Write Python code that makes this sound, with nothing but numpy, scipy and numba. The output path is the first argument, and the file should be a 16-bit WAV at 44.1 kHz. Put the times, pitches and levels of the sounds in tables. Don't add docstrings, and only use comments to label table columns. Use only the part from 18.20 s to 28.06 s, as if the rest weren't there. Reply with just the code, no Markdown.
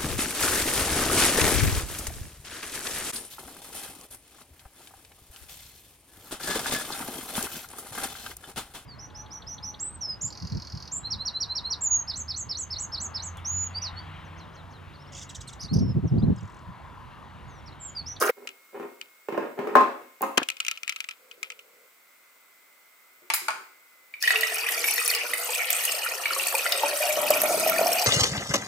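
import sys
import numpy as np
from scipy import signal
from scipy.fft import rfft, irfft, next_fast_len
from scipy.io import wavfile
from scipy.ndimage import uniform_filter1d
from numba import njit

SR = 44100
rng = np.random.default_rng(int(sys.argv[2]) if len(sys.argv) > 2 else 0)


def materialize(psi):
    bounded = np.clip(np.atleast_2d(psi).T, -1, 1)
    quanta = np.round(bounded * 32767).astype(np.int16)
    wavfile.write(sys.argv[1], SR, quanta)


N = 434826
TIME = np.arange(N) / SR


def undb(db):
    return 10 ** (np.asarray(db) / 20)


def curve(points, s):
    return np.interp(s, *np.transpose(points))


def unit(x):
    return x / np.sqrt(np.mean(x ** 2) + 1e-20)


def blow(x):
    return x * np.sqrt(.005 * SR / np.mean(np.sum(x ** 2, axis=-1)))


def fade(t60, n):
    return np.exp(-np.log(1000) * np.arange(n) / SR / max(t60, 1e-3))


def add(out, s, x):
    i = max(int(s * SR), 0)
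    out[..., i:i + x.shape[-1]] += x[..., :max(N - i, 0)]


def highpass(x, hz, order):
    return signal.sosfilt(signal.butter(order, hz, "highpass", fs=SR, output="sos"), x)


def colour(x, spectrum):
    hz, db = np.transpose(spectrum)
    n = next_fast_len(x.shape[-1])
    f = np.fft.rfftfreq(n, 1 / SR) + 1
    gain = undb(np.interp(np.log(f), np.log(hz), db))
    skirts = np.minimum(f / hz[0], 1) ** 2 * np.minimum(hz[-1] / f, 1) ** 4
    return irfft(rfft(x, n) * gain * skirts, n)[..., :x.shape[-1]]


def even(x, span_s):
    power = np.mean(np.atleast_2d(x) ** 2, axis=0)
    size = max(int(span_s * SR / 2), 2)
    power = uniform_filter1d(uniform_filter1d(power, size), size)
    return x / np.sqrt(np.abs(power) + 1e-3 * power.mean())


def wander(per_s):
    knots = np.arange(0, N / SR + 1, 1 / per_s)
    return 1.2 * np.interp(TIME, knots, rng.standard_normal(len(knots)))


def follow(db, law):
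    return law[0] + law[1] * (db + 20.5)


def air(n):
    mid, side = rng.standard_normal((2, n))
    side = colour(side, [(100, -25), (400, -7.5), (1000, -5.5), (2200, 0), (5000, -2), (12000, -6),
                         (20000, -12.5)])
    return np.array([mid + side, mid - side])


def burst(spectrum, t60, n):
    return blow(colour(air(n), spectrum) * fade(t60, n) * (1 - fade(0.0037, n)))


def ring(modes, n, stretch=1):
    t, out = np.arange(n) / SR, np.zeros(n)
    for hz, db, t60 in modes:
        strength, detune = rng.standard_normal(2)
        tone = np.sign(detune) * np.sin(2 * np.pi * hz * (1 + 0.0033 * detune) * t)
        out += undb(db + 2 * strength) * tone * fade(t60 * stretch, n)
    return blow(out)


def bubble(hz, cycles, glide, onset=1):
    age = np.arange(int(cycles * SR / hz) + 2) * hz / SR
    tone = np.sin(2 * np.pi * age * (1 + glide * age / cycles / 2))
    return tone * np.exp(-np.log(300) * age / cycles) * (1 - np.exp(-age / onset))


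def swarm(start, end, per_s, lo_hz, hi_hz, cycles, spread_db):
    out = np.zeros(N)
    for when, pitch, size, life in rng.random((int(per_s * (end - start)), 4)):
        gain = undb(spread_db * min(-np.log(1 - size), 4))
        hz = lo_hz * (hi_hz / lo_hz) ** pitch
        add(out, start + when * (end - start), gain * bubble(hz, cycles * (.5 + life), glide=0.035))
    return out


def clicks(start, end, per_s, spread_db):
    out = np.zeros(N)
    when, size, sign = rng.random((int(per_s * (end - start)), 3)).T
    at = np.clip((start + when * (end - start)) * SR, 0, N - 1).astype(int)
    out[at] = np.sign(sign - .5) * undb(spread_db * np.minimum(-np.log(1 - size), 4))
    return out


@njit
def resonate(x, hz, width_hz):
    out, band_state, low_state = np.empty(len(x)), 0., 0.
    for i in range(len(x)):
        g, damping = np.tan(np.pi * hz[i] / SR), width_hz[i] / hz[i]
        band = (band_state + g * (x[i] + 1e-18 - low_state)) / (1 + g * (g + damping))
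        band_state = 2 * band - band_state
        low_state += 2 * g * band
        out[i] = damping * band
    return out


# frequency in Hz, level in dB.
ROOM_COLOUR = [(100, -6.5), (300, 2), (1100, -0.5), (3000, 2.5), (8000, 0), (16000, -14)]
ROOM_T60_S, TREBLE_T60_S = 0.44, 0.49
def room(x, near_db, wet_db):
    n = SR // 2
    noise = colour(air(n), ROOM_COLOUR)
    low = signal.sosfilt(signal.butter(1, 2500, fs=SR, output="sos"), noise)
    tail = (low * fade(ROOM_T60_S, n) + (noise - low) * fade(TREBLE_T60_S, n)) * (1 - fade(0.015, n))
    near = air(n) * fade(0.034, n) * (1 - fade(0.0039, n))
    response = sum(undb(db) * r / np.sqrt(np.sum(r ** 2) / 2)
                   for r, db in ((near, near_db), (tail, wet_db)))
    return x + signal.fftconvolve(np.atleast_2d(x), response, axes=-1)[:, :x.shape[-1]]


# frequency in Hz, level in dB.
ROOM_TONE = [(40, -20.5), (150, -15.5), (330, -8), (550, -4), (800, -7), (1400, 1), (1800, -7),
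             (2150, -0.5), (2900, -10), (6500, -12.5), (8000, -7.5), (10000, -16)]
HISS = [(9000, -25), (11500, -9), (13500, -13), (15000, -3), (16000, -19)]
def room_tone():
    return undb(-60) * unit(colour(air(N), ROOM_TONE)) + undb(-65) * unit(colour(air(N), HISS))


# frequency in Hz, then rms level in dB
HUM_LINES = [(2035, -86.5, -74, -65.5), (2154, -64.5, -75, -69), (14940, -74.5, -85, -70),
             (15061, -72, -79, -73)]
MIC_AT_SPOT_S = (2.6, 2.5, 5.1)
def appliance_hum():
    out, knots = np.zeros((2, N)), np.linspace(0, N / SR, 50)
    for hz, *spots_db in HUM_LINES:
        db = np.interp(TIME, MIC_AT_SPOT_S, spots_db)
        for channel in out:
            drift, sway = (np.interp(TIME, knots, k) for k in rng.standard_normal((2, len(knots))))
            channel += np.sqrt(2) * undb(db + 0.8 * sway) * np.sin(2 * np.pi * hz * TIME + 0.7 * drift)
    return out


def whirr(start=2.97, end=3.7, edge_s=0.047, hz=490, width_hz=113):
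    running = np.clip(np.minimum(TIME - start, end - TIME) / edge_s, 0, 1)
    band = [(hz - width_hz, -18), (hz, 0), (hz + width_hz, -14)]
    return undb(-64) * unit(colour(air(N), band)) * running


# frequency in Hz, level in dB, t60 in seconds.
CRACKLE_MODES = [(1336, -2.5, 0.049), (2440, 0, 0.07), (3000, 6.5, 0.015)]
# frequency in Hz, level in dB.
CRACKLE_BODY = [(1100, -12), (1350, -6.5), (1900, -15), (2600, 18), (3400, -1.5), (5000, -6)]
CRACKLE_TOP = [(3500, -12.5), (5400, -3.5), (7500, -1.5), (10000, -15.5), (12000, -10), (16000, -29)]
GRIT_DB, GRIT_T60_S, RIGHT_PORT_LAG_S = -20, 0.15, 0.00021
def crackle(db):
    out, n = np.zeros((2, SR // 10)), SR // 12
    pan_db = 3.4 + 1.5 * rng.standard_normal()
    for delay, share_db in ((0, -1.5), (rng.uniform(0.0012, 0.0039), -5)):
        shift = np.exp(0.081 * rng.standard_normal())
        modes = [(hz * shift ** .25, level, t60) for hz, level, t60 in CRACKLE_MODES]
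        body = undb(-16) * np.array([ring(modes, n), ring(modes, n)]) * (1 - fade(0.0017, n))
        body += undb(-10.5) * burst([(hz * shift, level) for hz, level in CRACKLE_BODY], 0.0085, n)
        edge = undb(follow(db, (-38, 1.42))) * burst(CRACKLE_TOP, 0.0057, n)
        add(out, delay, undb(share_db) * (undb(db) * body + edge))
    grains = rng.standard_normal(n) ** 5 * fade(GRIT_T60_S, n)
    grit = colour(grains, [(1200, -5), (2800, 8.5), (6000, -14), (12000, -22.5)])
    add(out, 0, undb(db + GRIT_DB) * blow(grit))
    out = highpass(out, 950, order=3)
    out[1] = np.roll(out[1], int(RIGHT_PORT_LAG_S * SR))
    return out * undb([[pan_db / 2], [-pan_db / 2]])


# start in seconds, level in dB.
CRACKLES = [(0.273, -21.5), (0.29, -26.5), (0.813, -24), (2.174, -12), (2.178, -7), (2.2306, -19),
            (2.2868, -13.5), (2.301, -16), (2.317, -31), (2.368, -28.5), (2.4021, -13), (2.449, -21.5),
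            (2.465, -19.5), (2.4826, -12.5), (2.5124, -14.5), (2.574, -26), (2.6323, -21), (2.678, -17),
            (2.6939, -14.5), (2.723, -23), (2.761, -20.5), (2.804, -17.5), (2.8418, -25.5), (2.888, -20),
            (2.91, -25.5), (3.113, -30.5), (3.2297, -17), (3.3016, -23), (3.319, -28.5), (3.3916, -32)]
BUMPS = [(2.177, -14.5), (2.198, -28.5), (2.217, -26)]
# frequency in Hz, level in dB.
BUMP_COLOUR = [(120, -25), (260, 12), (450, 7), (700, 8), (1100, 9.5), (1600, 8.5)]
def handling_noise():
    out = np.zeros((2, N))
    for s, db in CRACKLES:
        add(out, s, crackle(db))
    for s, db in BUMPS:
        add(out, s, undb(db) * burst(BUMP_COLOUR, 0.045, SR // 12))
    return room(out, near_db=-22, wet_db=-30)


# start in seconds, then the levels of body, button and snap in dB.
SWITCH_CLICKS = [(5.101, -26, -25, -29.5), (5.137, -29.5, -25.5, -24.5), (5.283, -19.5, -30.5, -32),
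                 (5.3038, -33, -36, -40)]
# frequency in Hz, level in dB.
SWITCH_BODY = [(330, -23.5), (600, -15), (750, -3.5), (1150, 0.5), (1400, 2.5), (1750, -8), (2000, -15)]
SWITCH_BUTTON = [(1700, -4), (2350, 8), (2700, -4.5), (3500, -12)]
SWITCH_SNAP = [(1760, -41), (3000, -14), (4930, 2), (5750, -9.5), (6760, 0.5), (7830, -8), (9330, 2.5),
               (10400, -23), (11500, -6), (16000, -21)]
# start in seconds, level in dB.
FINGER_BUMPS = [(3.178, -53.5), (5.019, -51.5), (5.217, -44.5), (5.355, -46)]
SPRING_S, SPRING_DB, SPRING_T60_S = 5.138, -19.5, 0.17
def power_switch():
    out, n = np.zeros((2, N)), SR // 4
    for s, body_db, button_db, snap_db in SWITCH_CLICKS:
        add(out, s, undb(body_db) * burst(SWITCH_BODY, 0.057, n))
        add(out, s, undb(button_db) * burst(SWITCH_BUTTON, 0.01, n))
        add(out, s, undb(snap_db) * burst(SWITCH_SNAP, 0.011, n))
    spring = [(6000, -14), (7000, -1), (10000, -4), (11500, 6), (14000, -1), (16000, -3)]
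    add(out, SPRING_S, undb(SPRING_DB) * burst(spring, SPRING_T60_S, n))
    for s, db in FINGER_BUMPS:
        add(out, s, undb(db) * burst([(300, -11.5), (390, 2.5), (500, -12.5)], 0.25, n))
    return room(out, near_db=-1.5, wet_db=-3.5)


# start and end in seconds, level in dB.
RUBS = [(0.158, 0.277, -51.5), (0.526, 0.674, -41), (1.1, 1.28, -35.5), (1.362, 1.57, -37)]
# frequency in Hz, level in dB.
RUB_COLOUR = [(130, -32.5), (250, -11), (360, -1), (520, -5.5), (750, -16.5), (1300, -18.5), (2200, -30)]
def hinge_rub(edge_s=0.02):
    catches = room(clicks(0, N / SR, per_s=200, spread_db=0.5), near_db=-1, wet_db=-10.5)
    level = sum(undb(db) * np.clip(np.minimum(TIME - start, end - TIME) / edge_s, 0, 1)
                for start, end, db in RUBS)
    return even(colour(catches, RUB_COLOUR), 0.0494) * level


# frequency in Hz, level in dB, unstretched t60 in seconds.
HOUSING_MODES = [(216.8, -7, 0.26), (256, -4, 0.25), (322, -0.5, .24), (415.8, -8, 0.28), (543, 4.5, 0.36),
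                 (605, -7.5, 0.31), (739, -8.5, 0.2), (842, -2, 0.25), (881, -7, .3), (1053, 3.5, 0.53),
                 (1130, -11, .25), (1255, -8, .3)]
# frequency in Hz, level in dB.
THUD_COLOUR = [(80, -44), (170, -24.5), (290, -8), (394, -0.5), (516, -6), (668, -16.5), (896, -17),
               (1190, -17.5), (1500, -25.5), (1950, -51)]
PANEL_COLOUR = [(500, -21), (650, 5.5), (850, 3.5), (1100, 5), (1400, -8.5), (2000, -18)]
TICK_COLOUR = [(880, -33), (1500, -2), (2440, -8), (2690, -5.5), (3090, -17), (5490, -23), (12600, -30.5),
               (16000, -20.5)]
def knock(db, ring_db, panel_law, tick_law):
    n = SR // 4
    hollow_modes = [mode for mode in HOUSING_MODES if mode[0] < 750]
    panel_modes = [mode for mode in HOUSING_MODES if mode[0] >= 750]
    thud = undb(-7) * burst(THUD_COLOUR, 0.025, n) + undb(ring_db) * ring(hollow_modes, n, stretch=0.6)
    thud *= 1 - fade(0.012, n)
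    panel = undb(-3.5) * burst(PANEL_COLOUR, 0.03, n) + undb(-8) * ring(panel_modes, n, stretch=0.45)
    tick = burst(TICK_COLOUR, 0.05, n)
    hit = undb(db) * thud + undb(follow(db, panel_law)) * panel + undb(follow(db, tick_law)) * tick
    return highpass(hit, 120, order=2)


# start in seconds, thud level in dB.
SLIPS = [(0.598, -26.5), (1.085, -16), (1.124, -17), (1.176, -10.5), (1.389, -13), (1.471, -14.5),
         (1.815, -35)]
LANDINGS = [(1.553, -5.5), (1.569, -14), (1.608, -16.5), (2.008, -28.5), (2.025, -19.5), (2.035, -20.5)]
RIM_S, RIM_DB = 2.0185, -27
def lid():
    out = hinge_rub()
    for s, db in SLIPS:
        add(out, s, knock(db, ring_db=-21.5, panel_law=(-39, .6), tick_law=(-44, .65)))
    for s, db in LANDINGS:
        add(out, s, knock(db, ring_db=-7, panel_law=(-20.5, 1.08), tick_law=(-37.5, 1)))
    add(out, RIM_S, undb(RIM_DB) * burst([(6000, -10), (12000, 3), (15000, 7.5)], 0.011, SR // 4))
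    return room(out, near_db=-16.5, wet_db=-2.5)


# start in seconds, splash level in dB, gulp level in dB, gulp pitch in Hz.
SLOPS = [(0.014, -33, -24, 493), (0.024, -28, -18, 1240), (0.093, -40, -15, 484)]
# frequency in Hz, level in dB.
SPLASH_COLOUR = [(200, -19), (330, -12.5), (480, -2.5), (650, -12.5), (900, -8), (1300, 2), (1900, -9),
                 (3600, -24), (5500, -14.5), (7200, -22.5), (10500, -12.5), (16000, -19)]
MUG_DB, MUG_STOP_S, MUG_RELEASE_S, SLOP_T60_S = -24.5, 0.1016, 0.013, 0.088
def mug_splash():
    grains = swarm(0, .13, per_s=3300, lo_hz=325, hi_hz=15600, cycles=4.2, spread_db=4.5)
    water = room(np.diff(grains, prepend=0) + 0.11 * grains, near_db=5, wet_db=-5)
    level, gulp = np.full(N, undb(MUG_DB)), np.zeros(N)
    for s, splash_db, gulp_db, hz in SLOPS:
        add(level, s, undb(splash_db) * fade(SLOP_T60_S, SR // 4))
        add(gulp, s, undb(gulp_db) * blow(bubble(hz, cycles=18, glide=.05, onset=1.8)))
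    attack = np.clip(TIME / SLOPS[0][0], .3, 1)
    release = np.clip(1 - (TIME - MUG_STOP_S) / MUG_RELEASE_S, 0, 1) ** 2
    return (even(colour(water, SPLASH_COLOUR), 0.013) * level + gulp) * attack * release


POUR_S, FILL_S = 6.02, 6.48
STREAM_SPAN_S = (POUR_S - .02, N / SR)
POUR_AGE_S = np.maximum(TIME - POUR_S, 0)
PLUNGE_S, PLUNGE_RISE_S = 8.52, 0.13
def plunge(s, before_db, after_db):
    return before_db + (after_db - before_db) * (1 + np.tanh((s - PLUNGE_S) / PLUNGE_RISE_S / 2)) / 2


def low_rumble():
    impulses = clicks(*STREAM_SPAN_S, per_s=200, spread_db=3.5)
    return undb(-54) * even(colour(impulses, [(28, 16), (60, 3), (130, -19), (250, -31)]), 0.25)


EMPTY_HZ, WIDTH_HZ, FROTH_HZ_PER_S = 441.9, 4.6, 3.9
def air_note(s):
    air_left = np.clip(1 - (s - POUR_S) / FILL_S, .1, 1)
    return EMPTY_HZ / np.sqrt(air_left), WIDTH_HZ + FROTH_HZ_PER_S * np.maximum(s - POUR_S, 0)


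def air_ring(s, detune=0):
    n = SR // 3
    t = np.arange(n) / SR
    hz, width_hz = air_note(s)
    return np.sin(2 * np.pi * hz * (1 + detune) * t) * np.exp(-np.pi * width_hz * t) * (1 - fade(0.022, n))


def air_space():
    stir = swarm(*STREAM_SPAN_S, per_s=400, lo_hz=410, hi_hz=802, cycles=5.8, spread_db=3.5)
    note = resonate(np.diff(stir, prepend=0), *air_note(TIME))
    return even(room(note, near_db=-10, wet_db=-9), 0.1) * undb(plunge(TIME, -50, -35))


# time in seconds, level in dB.
CHURN_LEVEL = [(8.8, -74), (9.0, -48), (9.25, -43.5), (9.65, -41.5), (9.86, -58)]
# frequency in Hz, level in dB.
CHURN_COLOUR = [(120, -2.5), (230, 4.5), (350, 8)]
def churn():
    return even(colour(air(N), CHURN_COLOUR), 0.11) * undb(curve(CHURN_LEVEL, TIME))


# frequency in Hz, level in dB.
GURGLE_COLOUR = [(240, -16.5), (380, -14), (560, -10), (850, -2), (980, -9.5), (1120, -2), (1250, -8.5),
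                 (1400, -5.5), (1700, -23)]
def gurgle():
    bubbles = swarm(*STREAM_SPAN_S, per_s=300, lo_hz=280, hi_hz=1650, cycles=11, spread_db=4)
    water = room(colour(np.diff(bubbles, prepend=0), GURGLE_COLOUR), near_db=3, wet_db=2)
    return even(water, 0.28) * undb(plunge(TIME, -40, -32.5))


# frequency in Hz, level in dB.
FIZZ_COLOUR = [(820, -18), (1400, -4), (1560, -20.5), (1700, -13), (1830, -3), (1950, -4.5), (2220, -2.5),
               (2620, 0), (3100, -6.5), (3550, -6.5), (3800, 0), (4940, -24), (8360, -120)]
FIZZ_DB, SHALLOW_DB, SHALLOW_S = -34, 5.5, 0.59
def fizz():
    bubbles = swarm(*STREAM_SPAN_S, per_s=280, lo_hz=1450, hi_hz=3400, cycles=28, spread_db=3.8)
    db = FIZZ_DB + SHALLOW_DB * np.exp(-POUR_AGE_S / SHALLOW_S) + 1.97 * wander(per_s=9)
    return even(room(colour(bubbles, FIZZ_COLOUR), near_db=-3, wet_db=-3.5), 1.0) * undb(db)


def smack(hz):
    n = SR // 20
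    tick = burst([(3000, -8), (8500, 2), (16000, 3)], 0.012, n)
    dimple = burst([(.75 * hz, -20), (hz, 0), (1.25 * hz, -20)], 0.023, n)
    return tick + undb(3) * dimple


def shifting_room(x, near_db, wet_db):
    out, hop = np.zeros((2, N)), SR // 4
    window = np.sin(np.pi * np.arange(2 * hop) / (2 * hop))
    x = np.pad(x, ((0, 0), (0, 2 * hop)))
    for i in range(0, N, hop):
        if i + 2 * hop > POUR_S * SR:
            piece = np.pad(x[:, i:i + 2 * hop] * window, ((0, 0), (0, hop)))
            add(out, i / SR, room(piece, near_db, wet_db))
    return out


def mist():
    bubbles = swarm(*STREAM_SPAN_S, per_s=1400, lo_hz=3300, hi_hz=16000, cycles=36, spread_db=4)
    drops = sum(signal.oaconvolve(clicks(*STREAM_SPAN_S, per_s=40, spread_db=5.5), smack(hz)[0])[:N]
                for hz in np.geomspace(4600, 14000, 12))
    return unit(np.diff(bubbles, prepend=0)) + undb(4) * unit(drops)


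# frequency in Hz, level in dB.
SPRAY_COLOUR = [(1760, 9), (3000, -3), (3310, -0.5), (3570, -8), (4000, -1), (4540, 0), (4900, -4.5),
                (5330, -3), (6440, -2.5), (7100, -6), (8520, -1), (9600, -3.5), (13200, -2), (15100, -2),
                (16000, -29)]
SPRAY_DB, SPRAY_DB_PER_S = -33, 0.57
def spray():
    wide = mist() + undb(-11) * mist() * np.array([[1], [-1]])
    reflected = shifting_room(colour(wide, SPRAY_COLOUR), near_db=3, wet_db=-27)
    return even(reflected, 0.28) * undb(SPRAY_DB + SPRAY_DB_PER_S * POUR_AGE_S + 1.5 * wander(per_s=9))


# start in seconds, strength in dB, pitch in Hz.
BUBBLES = [(5.939, -27.5, 2330), (6.0373, -16, 1880), (6.076, -11, 1857), (6.1059, -11.5, 1920),
           (6.1576, -13.5, 2750), (6.2326, -14, 1946), (6.4874, -17, 1930), (6.6416, -14.5, 2260),
           (6.6824, -18, 2270), (6.78, -15.5, 1945), (6.913, -19, 2000), (7.1344, -15, 2040),
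           (8.0565, -15.5, 2280), (8.1964, -18.5, 2720), (8.392, -20.5, 2530), (8.464, -15.5, 2020),
           (8.522, -17.5, 3720), (9.0786, -20.5, 2630)]
# start in seconds, level in dB, pitch in Hz.
DROPS = [(6.025, -26, 5000), (6.2088, -28, 12900), (6.8773, -22, 10200), (6.949, -26, 4900),
         (7.3487, -31.5, 7820), (7.5036, -22.5, 12500), (7.5288, -25.5, 7700), (7.6512, -24, 11600),
         (8.27, -27, 9000), (8.3498, -28, 9200), (8.522, -23.5, 5000), (9.104, -22, 11600),
         (9.2167, -21.5, 12900), (9.4965, -24.5, 13300), (9.7318, -27, 13400)]
# frequency in Hz, level in dB, t60 in seconds.
TUMBLER_MODES = [(1846, -1.5, 0.081), (1960, 8, 0.023), (2310, 2.5, 0.014), (2550, -1, 0.1),
                 (2510, 7.5, 0.0096), (2980, 0.5, 0.06), (3703, 6, 0.021), (4630, 0.5, 0.014)]
def plinks():
    out, n = np.zeros((2, N)), SR // 12
    for s, db, hz in BUBBLES:
        wall = np.array([ring(TUMBLER_MODES, n), ring(TUMBLER_MODES, n)])
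        click = wall + undb(-7) * burst(SPRAY_COLOUR, 0.039, n)
        add(out, s, undb(db - 5) * blow(bubble(hz, cycles=55, glide=0.02)))
        add(out, s, undb(follow(db, (-34, 1.58))) * click)
    for s, db, hz in DROPS:
        add(out, s, undb(db) * smack(hz))
        add(out, s, undb(db - 16) * burst(SPRAY_COLOUR, 0.18, n))
    out = highpass(out, 900, order=2)
    return room(out, near_db=-9, wet_db=-8)


# start in seconds, bubble level in dB, its pitch in Hz, level of the air space in dB.
GULPS = [(6.142, -35, 1130, -38.5), (6.172, -41, 800, -33), (7.29, -30, 864, -31.5),
         (7.862, -25, 1395, -48), (8.107, -22, 1360, -49), (8.163, -27, 1110, -31),
         (8.342, -22, 875, -25.5), (8.457, -23.5, 1390, -52), (8.633, -16.5, 873, -18),
         (8.971, -16.5, 662, -19), (9.104, -13, 637, -10.5), (9.235, -17.5, 650, -15),
         (9.306, -19, 684, -11), (9.342, -23, 632, -11), (9.463, -19, 708, -8.5), (9.59, -17.5, 652, -13),
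         (9.612, -11.5, 650, -14), (9.66, -15, 688, -15), (9.808, -18, 718, -36)]
# frequency as a multiple of the gulp's pitch, level in dB.
FROTH_COLOUR = [(.7, -10), (1.1, -2.5), (1.6, -9), (2.3, -22)]
def gulps():
    out, n = np.zeros((2, N)), SR // 3
    for s, db, hz, air_db in GULPS:
        froth = [(multiple * hz, level) for multiple, level in FROTH_COLOUR]
        add(out, s, undb(db) * blow(bubble(hz, cycles=24.3, glide=0.032, onset=2.4)))
        add(out, s, undb(db - 10.5) * burst(froth, 0.19, n))
        add(out, s, undb(air_db) * air_ring(s))
    return room(out, near_db=-11, wet_db=-13)


def glugs(flow, gap_s=(.04, .095)):
    out = np.zeros((2, N))
    times = POUR_S + .1 + np.cumsum(rng.uniform(*gap_s, size=150))
    for s in times[times < N / SR]:
        strength, detune = rng.standard_normal(2)
        db = plunge(s, -45.5, -19) + curve(flow, s) + 3 * min(strength, 1)
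        add(out, s, undb(db) * air_ring(s, .028 * detune))
    return room(out, near_db=-15, wet_db=-16)


# time in seconds, strength in dB.
FLOW = [(6.0, -2.5), (6.9, 2), (7.03, -2), (7.15, 0), (7.85, 0.5), (8.0, -9), (8.1, 0.5), (9.86, 1)]
def pour():
    flowing = np.clip((TIME - STREAM_SPAN_S[0]) / 0.057, 0, 1) * undb(curve(FLOW, TIME))
    pooled = np.clip(POUR_AGE_S / 0.12, 0, 1)
    high = (spray() + fizz()) * flowing
    low = (gurgle() + air_space() + churn() + low_rumble()) * pooled
    return (high + low) * undb([[.6], [-.6]]) + plinks() + gulps() + glugs(FLOW)


def scene():
    foreground = mug_splash() + lid() + handling_noise() + power_switch() + pour()
    return foreground + whirr() + room_tone() + appliance_hum()


def record(dry):
    thin = highpass(dry, 135, order=3)
    top_cut = signal.ellip(10, .2, 80, 15900, fs=SR, output="sos")
    return signal.sosfilt(top_cut, np.clip(thin, -1, 1))


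dry = scene()
out = record(dry)
materialize(out)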